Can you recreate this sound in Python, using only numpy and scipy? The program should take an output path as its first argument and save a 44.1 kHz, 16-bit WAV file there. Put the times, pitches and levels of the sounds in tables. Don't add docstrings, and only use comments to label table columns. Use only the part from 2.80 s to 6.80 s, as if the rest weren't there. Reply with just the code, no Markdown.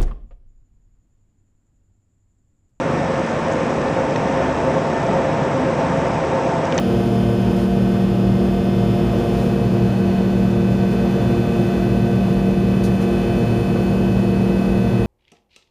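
import sys
import numpy as np
from scipy import signal
from scipy.io import wavfile

SR = 44100
rng = np.random.default_rng(int(sys.argv[2]) if len(sys.argv) > 2 else 0)


def transcribe(signal):
    frames = np.atleast_2d(signal).T
    limited = np.clip(frames, -1, 1)
    pcm = np.round(limited * 32767).astype(np.int16)
    wavfile.write(sys.argv[1], SR, pcm)


N = 176400


def from_db(db):
    return 10 ** (np.asarray(db) / 20)


def rms_one(x):
    return x / np.sqrt(np.mean(x ** 2) + 1e-20)


def seconds():
    return np.arange(N) / SR


def level_curve(rows):
    return from_db(np.interp(seconds(), *np.transpose(rows)))


def drift(rate_hz):
    hop, run_in = 40, 2000
    pole = np.exp(-2 * np.pi * rate_hz * hop / SR)
    noise = rng.standard_normal(N // hop + run_in + 2)
    slow = signal.lfilter([1], [1, -2 * pole, pole * pole], noise)[run_in:]
    return np.interp(np.arange(N) / hop, np.arange(len(slow)), rms_one(slow))


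def band_noise(hz, width_hz):
    middle = np.hypot(hz, width_hz / 2)
    edges = np.clip([middle - width_hz / 2, middle + width_hz / 2], 10, .45 * SR)
    sos = signal.butter(2, edges, "band", fs=SR, output="sos")
    return rms_one(signal.sosfilt(sos, rng.standard_normal(N + SR // 2))[-N:])


def tone(hz, wander_hz, rate_hz, zero_phase_s=0):
    cycles = np.cumsum(hz + wander_hz * drift(rate_hz)) / SR
    return np.sqrt(2) * np.sin(2 * np.pi * (cycles - np.interp(zero_phase_s, seconds(), cycles)))


def road():
    # frequency in Hz, relative spectral density in dB.
    spectrum = [(20, -25.5), (35, -17), (58, -17.5), (100, -4), (150, 0.5), (200, -1), (300, -1.5),
                (400, -2), (560, -1), (770, -5.5), (840, -11), (950, -4.5), (1030, -8), (1220, -11.5),
                (1400, -14), (1750, -15), (2000, -18.5), (2450, -20), (3000, -27), (3700, -30),
                (4400, -37.5), (5400, -30), (6500, -36.5), (8000, -42), (10000, -55.5)]
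    # time in seconds, gain in dB.
    rumble_level = [(0, 0), (.6, -1), (.9, -0.5), (1.3, -0.5), (1.7, -0.2), (2.1, -0.5), (2.4, 0.9),
                    (2.7, -0.65), (3.1, -0.1), (3.5, -0.5), (4, -0.5)]
    rush_level = [(0, -0.5), (.45, 0), (.6, 0.4), (1, -0.5), (1.35, -0.6), (1.66, 1.5), (1.8, -0.5),
                  (2.2, -0.7), (2.42, 0.2), (2.9, 0), (3.25, 0), (3.6, -0.6), (3.9, -0.5)]
    rush_above_hz, hiss_above_hz, flicker_db = 1300, 4000, 0.76
    rumble, rush = level_curve(rumble_level), level_curve(rush_level)
    spectrum_hz, spectrum_db = np.transpose(spectrum)
    noise = 0
    for hz in 20 * 2 ** np.arange(0, 9.1, 1 / 6):
        width = hz * np.log(2) / 6
        db = np.interp(np.log(hz), np.log(spectrum_hz), spectrum_db) + flicker_db * drift(11.5)
        swell = rumble if hz < rush_above_hz else rush if hz < hiss_above_hz else 1
        noise += swell * np.sqrt(width) * from_db(db) * band_noise(hz, width)
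    return from_db(-20.5) * rms_one(noise)


def blowers():
    # pitch in Hz, level in dB before the swells.
    tones = [(267.7, -44), (490, -42.5), (493.2, -37.5), (495, -43.5), (525.4, -34.5), (532.95, -32.5),
             (535.5, -30), (543.2, -35.5), (803.4, -42.5), (1071, -46)]
    # time in seconds, gain in dB.
    swells = [(0, -2.5), (.42, -5), (.8, 2), (1.1, 0.5), (1.6, 2), (1.78, -6.5), (1.88, 5.5), (2.0, -1.5),
              (2.35, -3), (2.5, 4), (2.65, -3.5), (2.88, 3.5), (3.1, -1.5), (3.6, .5), (4, -1)]
    flutter_db, in_phase_s = 1.25, 2.375
    hum = 0
    for hz, db in tones:
        gain = from_db(db + flutter_db * drift(5))
        hum += gain * tone(hz, wander_hz=0.044, rate_hz=0.86, zero_phase_s=in_phase_s)
    return level_curve(swells) * hum


def cabin_boom():
    # centre in Hz, width in Hz, level in dB before the boom's rise.
    resonances = [(152.7, 41, -32), (674.6, 32, -33.5), (899.3, 47, -33.5)]
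    return sum(from_db(db) * band_noise(hz, width) for hz, width, db in resonances)


def engine_drone():
    # pitch in Hz, wander in Hz, level in dB before the swells.
    tones = [(50.3, 1.7, -52.5), (75, 2.2, -41)]
    # time in seconds, gain in dB.
    swells = [(0, -5), (.45, 1), (.8, 0), (1.3, -1), (1.75, 8), (2.1, -4), (2.4, 2), (2.8, -2), (3.2, 4.5),
              (4, -3)]
    drone = sum(from_db(db) * tone(hz, wander, rate_hz=6) for hz, wander, db in tones)
    return level_curve(swells) * drone


def engine_load():
    # pitch in Hz, wander in Hz, level in dB before the boom's rise.
    tones = [(157.6, 4.77, -36), (671.6, 5.5, -37.5), (789, 2, -41.5), (815, 1.5, -44), (896, 6.96, -38)]
    return sum(from_db(db) * tone(hz, wander, rate_hz=5) for hz, wander, db in tones)


def body_hums():
    # time in seconds, level in dB.
    low_level = [(0, -36.5), (.55, -33.5), (1.0, -30.5), (1.3, -43), (2.0, -37.5), (3.0, -37), (4, -41)]
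    high_level = [(0, -32.5), (.7, -39.5), (1.3, -37.5), (1.65, -29), (2.1, -33.5), (2.35, -33.5),
                  (2.7, -36.5), (2.81, -22), (2.93, -40), (3.07, -26), (3.17, -30), (3.27, -25.5),
                  (3.37, -43.5), (4, -35)]
    low = level_curve(low_level) * tone(233.7, wander_hz=1.89, rate_hz=5.5)
    high = level_curve(high_level) * tone(260.6, wander_hz=1.89, rate_hz=5.5)
    return low + high


def panel():
    # time in seconds, level in dB.
    ring_level = [(0, -52), (.2, -41), (.55, -47), (.95, -44), (1.05, -36), (1.2, -47), (1.5, -43),
                  (1.8, -45), (2.08, -48), (2.17, -32.5), (2.27, -53), (2.42, -42), (2.85, -48.5), (4, -56)]
    return level_curve(ring_level) * tone(1781, wander_hz=13, rate_hz=13.94)


def plastic_clicks():
    # start in seconds, rms level in dB with the energy taken over 4 ms,
    # centre in Hz, spread in octaves, decay of the grating in seconds.
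    touches = [(1.3602, -22, 2180, 0.38, 0.0013), (1.3608, -35, 5200, .13, .0015),
               (3.9241, -26, 3500, 0.39, .0007), (3.9787, -25.5, 5500, .22, 0.0017),
               (3.9788, -24, 2980, 0.64, .0015), (3.984, -31, 4400, .15, .0008),
               (3.9881, -23, 3000, 0.27, .0003)]
    # frequency in Hz, relative level in dB, seconds to fall 60 dB.
    modes = [(1900, -1, 0.018), (2510, -1.5, .014), (3000, 3, 0.006), (3530, -3, 0.006),
             (4400, -2.5, 0.0081), (5420, -1, 0.018), (5940, 5, 0.0095), (6500, -9, 0.0061)]
    roughness, rise_s, level_window_s = 0.21, .0002, .004
    age = np.arange(SR // 20) / SR
    clicks = 0
    for start_s, db, centre_hz, spread, grate_s in touches:
        ring = 0
        for hz, mode_db, t60 in modes:
            weight = np.exp(-.5 * (np.log2(hz / centre_hz) / spread) ** 2)
            ring += weight * from_db(mode_db - 60 * age / t60) * np.sin(2 * np.pi * hz * age)
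        contact = (age == 0) + roughness * np.exp(-age / grate_s) * rng.standard_normal(len(age))
        click = signal.fftconvolve(contact, ring * (1 - np.exp(-age / rise_s)))
        rms = np.sqrt(np.sum(click ** 2) / (level_window_s * SR))
        clicks += from_db(db) * np.pad(click / rms, (int(start_s * SR), N))[:N]
    return clicks


def trim_rattle():
    touches_per_s, decay_s, centre_hz = 45, 0.003, 5670
    touches = (rng.random(N) < touches_per_s / SR) * rng.uniform(.5, 1, N)
    shake = signal.lfilter([1], [1, -np.exp(-1 / (decay_s * SR))], touches + 1e-18)
    return from_db(-56) * rms_one(shake * band_noise(centre_hz, 0.29 * centre_hz))


def trim_ticks():
    # start in seconds, level in dB before the envelope, centre in Hz, decay in seconds.
    scuffs = [(.631, -40, 7500, .002), (.682, -34, 6200, .0015), (.715, -30, 6000, .002),
              (.722, -31, 7000, 0.0032), (.732, -38, 6200, 0.0053), (1.082, -31, 4200, .003),
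              (3.852, -33, 6300, 0.0044), (3.868, -34, 6800, .002), (3.945, -36, 6500, 0.0048)]
    rise_s = 0.0024
    ticks = 0
    for start_s, db, hz, decay_s in scuffs:
        age = np.maximum(seconds() - start_s, 0)
        envelope = np.minimum(age / rise_s, 1) * np.exp(-age / decay_s)
        burst = rms_one(envelope * band_noise(hz, 0.29 * hz))
        ticks += from_db(db) * np.sqrt(np.mean(envelope ** 2)) * burst
    return ticks


def drive_whistles():
    # pitch in Hz, wander in Hz, level in dB.
    tones = [(2450, 5.5, -52.5), (3320, 6, -58.5), (3780, 6, -62), (3820, 6.1, -62), (5730, 3.7, -67.5)]
    return sum(from_db(db) * tone(hz, wander, rate_hz=12) for hz, wander, db in tones)


def camera():
    # pitch in Hz, level in dB.
    tones = [(7702, -71), (7792, -76.5), (7822, -73.5), (7852, -62.5), (7882, -62.5), (7912, -71.5)]
    scan_hz, first_tick_s, decay_s, tick_hz = 59.94, .0146, .0006, 6100
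    whine = sum(from_db(db) * tone(hz, wander_hz=0.052, rate_hz=0.97, zero_phase_s=rng.random())
                for hz, db in tones)
    age = (seconds() - first_tick_s) % (1 / scan_hz)
    buzz = from_db(-40) * np.exp(-age / decay_s) * band_noise(tick_hz, tick_hz / 2)
    return whine + buzz


def scene():
    # time in seconds, gain in dB.
    boom_level = [(0, -4), (.8, -5.5), (1.3, 0), (1.8, -0.5), (2.4, 2), (3.0, 1), (3.5, 1.5), (4, 2.5)]
    rise = level_curve(boom_level)
    rolling = road() + rise * cabin_boom()
    machinery = engine_drone() + drive_whistles() + rise * engine_load() + body_hums() + blowers()
    details = trim_rattle() + trim_ticks() + panel() + camera() + plastic_clicks()
    return (rolling + machinery + details)[None]


def record(dry):
    return signal.sosfilt(signal.ellip(12, .2, 80, 10050, fs=SR, output="sos"), dry)


dry = scene()
out = record(dry)
transcribe(out)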